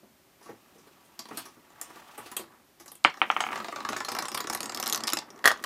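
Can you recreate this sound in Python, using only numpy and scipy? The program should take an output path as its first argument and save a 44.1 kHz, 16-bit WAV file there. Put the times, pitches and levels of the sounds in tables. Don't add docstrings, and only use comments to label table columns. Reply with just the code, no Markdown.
import sys
import numpy as np
from scipy import signal
from scipy.fft import rfft, irfft, next_fast_len
from scipy.io import wavfile
from scipy.ndimage import uniform_filter1d, map_coordinates

SR = 44100
rng = np.random.default_rng(int(sys.argv[2]) if len(sys.argv) > 2 else 0)


def materialize(psi):
    bounded = np.clip(np.atleast_2d(psi).T, -1, 1)
    quanta = np.round(bounded * 32767).astype(np.int16)
    wavfile.write(sys.argv[1], SR, quanta)


def linear_from_db(decibels):
    return 10 ** (np.asarray(decibels, float) / 20)


N = 249165

# resonance in Hz, width in Hz, level in dB.
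BENCH_MODES = [(805, 283, -5.5), (1000, 22, -2), (1113, 47, -0.5), (1310, 340, -6.5), (1850, 430, -6),
               (2100, 3600, -19.5)]
# resonance in Hz, width in Hz, level in dB.
FRAME_MODES = [(101, 27, -16), (228, 30, 2), (340.5, 83, 6), (540, 1010, -2)]
# frequency in Hz, level in dB per Hz.
CLICK_COLOUR = [(1200, -19.5), (2500, -4), (3800, 1), (5300, -3), (7500, -4.5), (10000, -17.5),
                (14000, -22.5)]
# frequency in Hz, level in dB per Hz.
RAIL_COLOUR = [(1200, -13), (2500, -7.5), (4000, -4), (5500, -3), (7500, -6), (10000, -11.5), (14000, -21)]


def unit(x):
    return x / np.sqrt(np.mean(x ** 2) + 1e-20)


def along(points, hz):
    f, v = np.transpose(points)
    return np.interp(np.log(hz + 1), np.log(f + 1), v)


def filtered(x, response):
    m = 2 * next_fast_len(x.shape[-1] // 2 + 4096)
    spectrum = rfft(x, m) * response(np.fft.rfftfreq(m, 1 / SR))
    return irfft(spectrum, m)[..., :x.shape[-1]]


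def coloured(spectrum):
    def response(hz):
        cepstrum = irfft(np.log(linear_from_db(along(spectrum, hz))))
        cepstrum[1:len(hz) - 1] *= 2
        cepstrum[len(hz):] = 0
        return np.exp(rfft(cepstrum))
    return response


def resonance(f, centre_hz, width_hz):
    return 1j * f * width_hz / (centre_hz * centre_hz - f * f + 1j * f * width_hz)


def body(modes):
    top_hz = 1.6 * modes[-1][0]

    def response(f):
        total = sum((-1) ** k * linear_from_db(db) * resonance(f, c, w) for k, (c, w, db) in enumerate(modes))
        return total / (1 + 1j * f / top_hz) ** 3
    return response


def placed(times, peak_db, sounds):
    at = np.round(np.asarray(times) * SR).astype(int)[:, None] + np.arange(sounds.shape[1])
    sized = sounds / np.abs(sounds).max(axis=1, keepdims=True) * linear_from_db(peak_db)[:, None]
    return np.bincount(at.ravel(), sized.ravel(), N + SR)[:N]


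def strikes(times, peak_db, response, t60, blow, rise_s=.0001):
    lead = 40
    t = np.arange(SR // 6) / SR
    chatter = rng.standard_normal((len(times), len(t)))
    chatter *= linear_from_db(-60 * t / np.clip(np.reshape(t60, (-1, 1)), .002, .3))
    chatter *= 1 - np.exp(-t / np.clip(rise_s, 1e-5, .01))
    chatter[:, 0] += blow
    sounds = filtered(np.pad(chatter, ((0, 0), (lead, 0))), response)
    return placed(np.asarray(times) - lead / SR, peak_db, sounds)


def clicks(s, db, shine_db, t60, blow, patchy_db, rise_s=.0001, colour=CLICK_COLOUR):
    # frequency in Hz, level in dB per Hz.
    shine = [(5500, -17.5), (8000, -5.5), (10500, 0), (13000, -3.5), (15300, -8), (16200, -63.5)]
    patches = rng.standard_normal((len(s), 16))

    def patchy(spectrum):
        def response(hz):
            patch = np.array([np.interp(hz, np.linspace(0, SR / 2, len(p)), p) for p in patches])
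            return coloured(spectrum)(hz) * linear_from_db(patchy_db * patch)
        return response

    crack = strikes(s, db, patchy(colour), t60, blow, rise_s)
    return crack + strikes(s, db + shine_db, patchy(shine), t60, blow, rise_s)


def air():
    # frequency in Hz, level in dB per Hz.
    air_colour = [(15, -99), (25, 4), (397, 11), (480, -6), (521, 6.5), (1720, 0), (10600, -7.5),
                  (15000, -4), (16300, -44)]
    return linear_from_db(-62.5) * unit(filtered(rng.standard_normal(N), coloured(air_colour)))


def rolling():
    # time in seconds, rolling in dB, sliding in dB over rolling.
    roll = [(0, -80, -9), (.32, -65, 4), (0.649, -58.5, 5.5), (1.23, -56, 5), (1.4, -46, 12),
            (1.511, -56, 6), (1.68, -53.5, -3), (1.79, -47, 1), (1.82, -45, -1), (2.27, -47.5, 9),
            (2.56, -51, -22), (2.83, -97, 5), (3.1, -59, -6)]
    # time in seconds, rolling in dB, sliding in dB over it.
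    shove = [(3.2, -51.5, 9), (3.45, -36, 0.5), (3.87, -50.5, 8.5), (4.11, -54, 13), (4.65, -38, -22),
             (5.05, -33, -32), (5.19, -47.5, -31), (5.65, -44.5, 1)]
    # frequency in Hz, level in dB per Hz.
    scrape = [(1470, -54), (2500, -13), (4440, -22.5), (5270, -21.5), (11500, -28.5), (14800, -28),
              (16000, -12.5)]
    s, roll_db, slide_db = np.transpose(roll + shove)
    rumble_db = -58.5 + 0.45 * (roll_db + 52.0) + 11 * (s >= shove[0][0])
    layers = [(rumble_db, body(FRAME_MODES)), (roll_db, body(BENCH_MODES)),
              (roll_db + slide_db, coloured(scrape))]
    out = np.zeros(N)
    for db, response in layers:
        lumps = map_coordinates(rng.standard_normal(700), [np.arange(N) * 120 / SR])
        grit = rng.standard_normal(N) * linear_from_db(2.75 * lumps)
        level = linear_from_db(np.interp(np.arange(N) / SR, s, db) - 9.5)
        out += level * unit(filtered(grit, response))
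    return out


def ball_run():
    # time in seconds, knock peak in dB, thud and tick in dB over it,
    # length t60 in seconds.
    knocks = [(0.0309, -61.5, 7, -8, 0.098), (0.4915, -42, -1.5, -14, 0.076), (0.503, -46, -6, -11, .05),
              (0.7532, -68.5, 11, 7, 0.21), (0.7815, -57.5, -5.5, 1, 0.27), (0.8701, -51, -5, -5, 0.084),
              (1.3093, -33, -11.5, -18, 0.06), (1.3311, -51.5, 1, -2, 0.19), (1.5685, -57.5, 1, -15, 0.094),
              (1.9021, -42, -12, -6, 0.037), (1.9575, -40.5, -15, -9.5, 0.15),
              (2.3916, -41.5, -2.5, 3, 0.13), (2.807, -67.5, 11, 2, 0.056)]
    # time in seconds, tick peak in dB, shine and knock in dB
    # over it, length t60 in seconds.
    ticks = [(0.4105, -56, -1, 8, 0.07), (.426, -52, -3, -1, 0.46), (0.4557, -52.5, -6, 9, 0.43),
             (1.048, -59, 2, -22.5, 0.18), (1.1914, -27, -9, -11.5, 0.026),
             (1.2552, -38.5, -14, -0.5, 0.01), (1.287, -41, -15, -3.5, 0.027),
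             (1.372, -26.5, -2.5, -7, 0.069), (1.4529, -40.5, -6, -1.5, 0.11), (1.703, -51, -17, -1, 0.019),
             (1.8113, -44, -1.5, -9, 0.34), (2.1776, -38, 1.5, 3.5, .11), (2.2584, -39.5, -13, -1, 0.12),
             (2.3141, -39.5, 5.5, 2, 0.061), (2.366, -34.5, 17.5, -0.5, 0.034),
             (2.798, -44.5, -4, -2.5, 0.11), (2.8585, -43.5, 1, -1, 0.036), (2.879, -38.5, -2, -8.5, 0.034),
             (2.917, -42, 9, -7, 0.024), (2.953, -45.5, 6.5, -10, 0.018)]
    knock_shine_db, tick_thud_db = -2.5, -15
    dull = [(s, db + tick, knock_shine_db, db, db + thud, t60) for s, db, thud, tick, t60 in knocks]
    bright = [(s, db, shine, db + knock, db + knock + tick_thud_db, t60)
              for s, db, shine, knock, t60 in ticks]
    s, db, shine_db, knock_db, thud_db, t60 = np.transpose(dull + bright)
    knock = strikes(s, knock_db - 0.2, body(BENCH_MODES), 1.16 * t60, blow=1.2, rise_s=0.0026)
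    thud = strikes(s, thud_db + 9.0, body(FRAME_MODES), 0.58 * t60, blow=5.3)
    tick = clicks(s, db + 0.045, shine_db + 0.091, t60, blow=.7, patchy_db=5.0, rise_s=0.0008,
                  colour=RAIL_COLOUR)
    return tick + knock + thud


def bounces():
    # time in seconds, peak in dB, tick in dB over the peak.
    bounce = [
        (3.049, -.5, -27),
        (3.2172, -5.5, -36),
        (3.3018, -8.5, -40),
        (3.3655, -13, -30),
        (3.405, -16, -20),
        (3.4392, -18, -30),
        (3.4667, -21, -30),
        (3.489, -23, -32),
        (3.507, -27, -30),
        (3.530, -24, -30),
    ]
    # resonance in Hz, width in Hz, level in dB.
    board = [(306, 140, -17), (800, 110, -2), (1280, 140, 2), (1740, 150, -11), (2210, 190, -2),
             (3050, 260, -2)]
    # resonance in Hz, width in Hz, level in dB.
    shelf = [(920, 820, 1), (1960, 910, 4.5), (3070, 1600, -2.5)]
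    s, db, tick_db = np.transpose(bounce)
    contact_hz = 5200 * linear_from_db(.22 * db)[:, None]

    def soft(modes):
        def response(hz):
            ratio = hz / contact_hz
            return body(modes)(hz) / (1 + 1.2j * ratio - ratio ** 2) ** 2
        return response

    blow = strikes(s - .0007, db + 2, soft(board), .008, blow=14)
    wall = strikes(s + .0058, db - 9.5, soft(board[:3]), 0.008, blow=10)
    shiver = strikes(s + 0.001954, db - 15, soft(shelf), 0.12, blow=0, rise_s=0.0025)
    tick = clicks(s, db + tick_db - 7, -30, 0.05, blow=0, patchy_db=2.5, rise_s=.003)
    return blow + wall + shiver + tick


def tile_clicks(s, db, shine_db, knock_db, hz):
    chance = rng.standard_normal((len(s), 3))[:, :, None]
    modes = [(hz[:, None], 260, 0),
             (5250 * (1 + 0.033 * chance[:, 0]), 300, 2.5 * chance[:, 1] - 3),
             (6700 * (1 + 0.074 * chance[:, 2]), 400, -9)]

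    def tile(f):
        return sum(linear_from_db(level_db) * resonance(f, c, w) for c, w, level_db in modes)

    far = np.where(s > 3.5, np.clip(4.3 - s, 0, 1), 0)
    knock = strikes(s + .0015, db + knock_db - 1, body(BENCH_MODES), 0.024, blow=9)
    crack = clicks(s, db - 1, shine_db + 2.5 - 6 * far, .008 + .03 * far, blow=3 - 3 * far,
                   patchy_db=4.5, rise_s=.0003)
    ring = strikes(s, db - 4.5 - 6 * far, tile, .016, blow=1.75, rise_s=0.0016)
    return ring + crack + knock


def tiles():
    # time in seconds, click peak in dB, shine and
    # knock in dB over it, ring in Hz.
    shaken = [
        (1.8142, -37.5, 17, 3, 5700),
        (2.365, -52, -10, -26, 6940),
        (3.0422, -20.5, -38, -10, 4600),
        (3.314, -32.5, -17, -15, 5700),
    ]
    # time in seconds, click peak in dB,
    # slap peak in dB, tile ring in Hz.
    far_tiles = [(3.5289, -33, -21.5, 7950), (3.557, -30.5, -19, 3660), (3.576, -35, -31, 5100),
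                 (3.6013, -36, -23, 4160), (3.6449, -30, -21, 4550), (3.6833, -32.5, -34, 4100),
                 (3.725, -41, -20.5, 6700), (3.7596, -30, -21.5, 6400), (3.785, -49, -24, 4910),
                 (3.804, -35.5, -23, 4130), (3.8497, -27.5, -22, 3960), (3.889, -23.5, -17.5, 6260),
                 (3.923, -31, -21.5, 4000), (3.9307, -28, -19, 4240), (3.9659, -25.5, -20.5, 5440),
                 (4.0042, -26.5, -17.5, 4600), (4.0486, -25, -27, 4000), (4.086, -24, -21, 5300),
                 (4.1176, -25, -20.5, 5280), (4.15, -25.5, -18, 5640), (4.1658, -30, -18, 5400),
                 (4.1879, -19.5, -16, 4450), (4.224, -25, -20, 5960), (4.2546, -27.5, -24, 7460),
                 (4.2843, -24, -24, 8150), (4.3175, -27.5, -27.5, 5040)]
    # time in seconds, click peak in dB, shine in dB over it, ring in Hz.
    near_tiles = [(4.3459, -26, 1, 4770), (4.376, -23, 0.5, 4600), (4.4051, -23, -5, 6900),
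                  (4.442, -33, -11, 4500), (4.4719, -25.5, -36, 6650), (4.4991, -20.5, -4, 6970),
                  (4.5282, -28, -6, 6500), (4.549, -24, 5, 5700), (4.6058, -21, -3, 4570),
                  (4.631, -24, -6, 6740), (4.658, -23.5, -26, 8000), (4.6959, -23, -34, 7400),
                  (4.7214, -30, -13, 4120), (4.747, -22, -5, 5170), (4.774, -24, -5, 4500),
                  (4.8, -22.5, 0.5, 6140), (4.8273, -20.5, -6, 5850), (4.8683, -18, -19, 5160),
                  (4.8983, -17, -7, 6900), (4.9256, -13, -7, 6250), (4.947, -14.5, -10, 6040),
                  (4.976, -23.5, -6, 5800), (5.006, -28, -24, 4500), (5.037, -20, -13, 5100),
                  (5.0719, -22.5, -3, 5100), (5.1016, -22, -11, 5710), (5.1339, -16, 2.5, 6800),
                  (5.1713, -17.5, -36, 5000)]
    # time in seconds, thud peak in dB.
    thumps = [(0.496, -33.5), (1.4, -45), (2.189, -45.5), (2.388, -50), (3.689, -62), (3.902, -28.5),
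              (4.204, -41.5), (5.134, -33)]
    # resonance in Hz, width in Hz, level in dB.
    leg = [(115, 10, -5.5), (212, 170, 0), (354, 555, -2)]
    # time in seconds, click peak in dB, shine in dB over it.
    rebounds = [(3.5682, -47, -17), (3.6267, -50, -11), (3.8965, -44, 9), (3.9744, -37, 2),
                (3.9854, -35, -19), (4.0537, -41, -7), (4.0897, -25.5, -18), (4.1044, -38, -34),
                (4.1229, -30, -4), (4.326, -34, -13), (4.349, -21, -6), (4.391, -38, -18),
                (4.506, -35, -21), (4.5334, -23.5, -1.5), (4.5744, -31, -3), (4.6422, -41, 8),
                (4.762, -42, 6), (4.838, -26, -5), (4.8604, -25, -5), (4.8769, -26, 6),
                (4.8879, -23.5, -15), (4.9319, -20, 1), (4.9428, -33, -13), (4.9589, -23, 1),
                (4.9686, -52, -21), (5.0762, -18, -22), (5.0804, -17, -6), (5.0904, -20.5, -17),
                (5.1233, -21, -24)]
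    # time in seconds, click peak in dB, shine and knock in dB over it,
    # ring in Hz.
    loose = [(3.099, -39, -32, 6, 5600), (3.141, -41.5, -31, 11, 5400), (3.1722, -41.5, -28, 8, 5640),
             (3.406, -20, -26, 4.5, 6460), (3.519, -43, -26, 21.5, 7860), (5.188, -20.5, -34, -8, 5500),
             (5.226, -54, -17, 15, 5630), (5.304, -37, -45, -20, 5600), (5.361, -48, -25, 4, 5960),
             (5.378, -50, -22, 5, 4870), (5.391, -44, -22, 0, 4470), (5.424, -52, -14, -3, 5200),
             (5.5166, -22, -10, -6, 5570), (5.5745, -40, -21, -5, 5930)]

    far = [(s, db, -24.5 + 17 * (s > 4.04), slap, hz) for s, db, slap, hz in far_tiles]
    near = []
    for s, db, shine, hz in near_tiles:
        slap_db = -27 + .45 * (db + 35.0) + rng.normal(0, 1.5)
        slap_db += -5 * (s > 4.56)
        near.append((s, db, shine, slap_db, hz))
    s, db, shine_db, slap_db, hz = np.transpose(far + near)
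    thud_db = -43 + 4.5 * rng.standard_normal(len(s))
    thud = strikes(s, thud_db, body(FRAME_MODES), 0.073, blow=3.4)
    thud += strikes(*np.transpose(thumps), body(leg), 0.017, blow=5.4)

    back = []
    for t, level, shine in rebounds:
        knock_db = -30.5 + (0.31 - 1) * level + 0.31 * 28
        back.append((t, level, shine, knock_db, hz[s < t][-1]))
    falling = tile_clicks(s, db, shine_db, slap_db - db - 3.5, hz)
    return falling + thud + tile_clicks(*np.transpose(back + loose + shaken))


def landings():
    # time in seconds, peak in dB, bench note in Hz.
    flat_falls = [(3.529, -24, 950), (3.558, -19.5, 1150), (3.577, -21, 990), (3.601, -21.5, 1310),
                  (3.645, -26, 1660), (3.685, -24, 703), (3.685, -23.5, 940), (3.724, -29, 1250),
                  (3.762, -28, 680), (3.769, -26, 1190), (3.805, -41, 960), (3.85, -17.5, 1150),
                  (3.889, -14, 1140), (3.93, -19.5, 1260), (3.964, -14.5, 1170), (4.005, -19.5, 1070),
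                  (4.049, -29, 1130), (4.084, -18.5, 940), (4.116, -32, 840), (4.149, -27, 1120),
                  (4.186, -20, 805), (4.222, -22.5, 750), (4.249, -21.5, 1060), (4.283, -25, 960),
                  (4.317, -30, 953), (4.348, -21.5, 1090), (4.373, -20.5, 1130), (4.402, -20, 1100),
                  (4.445, -21, 970), (4.471, -25, 1310), (4.499, -20, 1270), (4.55, -34, 1130),
                  (4.583, -32, 1140), (4.604, -27, 1160), (4.63, -51, 1100), (4.661, -27.5, 840),
                  (4.694, -29, 840), (4.724, -25.5, 890), (4.766, -40, 842), (4.799, -21.5, 766),
                  (4.832, -24, 1200), (4.862, -34, 1340), (4.873, -33, 794), (4.902, -33, 1130),
                  (4.924, -37, 1550), (4.935, -22, 1180), (4.947, -21, 1150), (4.978, -28, 1170),
                  (5.008, -40, 970), (5.037, -24.5, 1200), (5.074, -26, 1750), (5.133, -10, 1230),
                  (5.17, -18.5, 834), (5.221, -28.5, 824)]
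    s, db, hz = np.transpose(flat_falls)
    spot = body([(300, 200, -14), (hz[:, None], 140, 0), (2300, 1500, -13)])
    return strikes(s, db - 5.5, spot, 0.033, blow=8.9, rise_s=0.0014)


def slam():
    # time in seconds, peak in dB, crack in dB over the peak.
    hits = [(5.4418, -14, -14), (5.453, -15, -14), (5.4560, -1, -11), (5.4608, -12, -14),
            (5.4700, -24, -14), (5.4751, -2, -8), (5.4795, -14, -20), (5.490, -18, -18), (5.5048, -14, -19),
            (5.524, -25, -14), (5.600, -41, -11), (5.626, -46, 5), (5.639, -20, -4)]
    # resonance in Hz, width in Hz, level in dB.
    tin = [(533, 210, -9), (1200, 74, 0.5), (1648, 290, -0.5), (1917, 135, 5), (2790, 170, -14.5),
           (3360, 130, -7.5), (4600, 260, -13.5)]
    # time in seconds, peak in dB.
    rattle = [(5.4495, -14), (5.4635, -13), (5.4665, -23), (5.4825, -13), (5.4855, -34), (5.4955, -28),
              (5.499, -33), (5.5115, -21), (5.5145, -14.5), (5.520, -42), (5.538, -39), (5.560, -32),
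              (5.594, -35), (5.6445, -22.5)]
    # resonance in Hz, width in Hz, level in dB.
    lid = [(690, 200, -14), (1140, 96, -5.5), (1500, 180, -11), (3180, 450, -16)]
    s, db, crack_db = np.transpose(hits)
    clang = strikes(s, db + 0.084, body(tin), 0.0097, blow=17, rise_s=.0006)
    clatter = strikes(*np.transpose(rattle), body(lid), 0.0056, blow=6.2)
    crack = clicks(s, db + crack_db - .1, -4.5, 0.036, blow=0.81, patchy_db=2.0, colour=RAIL_COLOUR)
    thud = strikes(s, db - 34, body(FRAME_MODES), 0.035, blow=6.1)
    return clang + clatter + crack + thud


def room(x):
    # frequency in Hz, decay t60 in seconds.
    decay = [(150, 0.29), (1000, 0.15), (4000, 0.2), (12000, 0.1)]
    step, delay = 4096, 130
    out = np.zeros(N + SR)
    for start in range(0, N, step):
        hz, t, z = signal.stft(rng.standard_normal(SR // 3), SR, nperseg=256)
        fade = linear_from_db(-60 * t / along(decay, hz)[:, None])
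        tail = signal.istft(z * fade, SR, nperseg=256)[1]
        wet = signal.fftconvolve(x[start:start + step], tail / np.linalg.norm(tail))
        out[start + delay:][:len(wet)] += wet
    return out[:N]


def scene():
    far, ball, row, lever = ball_run(), bounces(), tiles() + landings(), slam()
    near_db = np.interp(np.arange(N) / SR, [4, 5], [0, -6])
    wet = linear_from_db(-4.0) * far + linear_from_db(-13.5) * ball + linear_from_db(-4.5 + near_db) * row + linear_from_db(-9.5) * lever
    return (far + ball + row + lever + room(wet) + rolling() + air())[None]


def thinned(x, edge_hz, gap_db, share, top_hz, top_share):
    hz, t, z = signal.stft(x[0], SR, nperseg=1024)
    power = np.abs(z) ** 2
    total = power.sum(axis=0)
    band = power[:512].reshape(128, 4, -1).sum(axis=1)
    luck = np.repeat(rng.random((129, len(t) // 2 + 1)), 2, axis=1)[:, :len(t)]
    faint = np.repeat((band < total * linear_from_db(-2 * gap_db)) & (luck[1:] < share), 4, axis=0)
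    busy = total > linear_from_db(-2 * 44)
    lost_band = faint & (hz[:512, None] > edge_hz)
    lost_top = (hz[:512, None] > top_hz) & (luck[0] < top_share) & busy
    z[:512] *= np.where(lost_band | lost_top, .03, 1)
    return signal.istft(z, SR, nperseg=1024)[1][None, :N]


def starved(x, edge_hz, gap_db):
    top = filtered(x, lambda hz: 1 / (1 + (edge_hz / (hz + 1)) ** 16))
    slots = np.pad(top[0], (0, -N % 1024)).reshape(-1, 8, 128)
    level_db = 10 * np.log10(np.mean(slots ** 2, axis=2) + 1e-14)
    before = np.arange(8) < level_db.argmax(axis=1)[:, None]
    lost = before & (level_db < level_db.max(axis=1)[:, None] - gap_db)
    return x - top * uniform_filter1d(np.repeat(lost.ravel(), 128)[:N] * .96, size=64)


def top_cut(x):
    return signal.sosfilt(signal.butter(12, 16470, fs=SR, output="sos"), x)


def record(dry):
    clipped = dry / (1 + np.abs(dry) ** 8) ** (1 / 8)
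    bass_hz, top_hz = 35, 15230
    mix = filtered(clipped, lambda hz: (1j * hz / (bass_hz + 1j * hz)) ** 2 / (1 + (hz / top_hz) ** 60))
    return top_cut(mix)


dry = scene()
out = record(dry)
materialize(out)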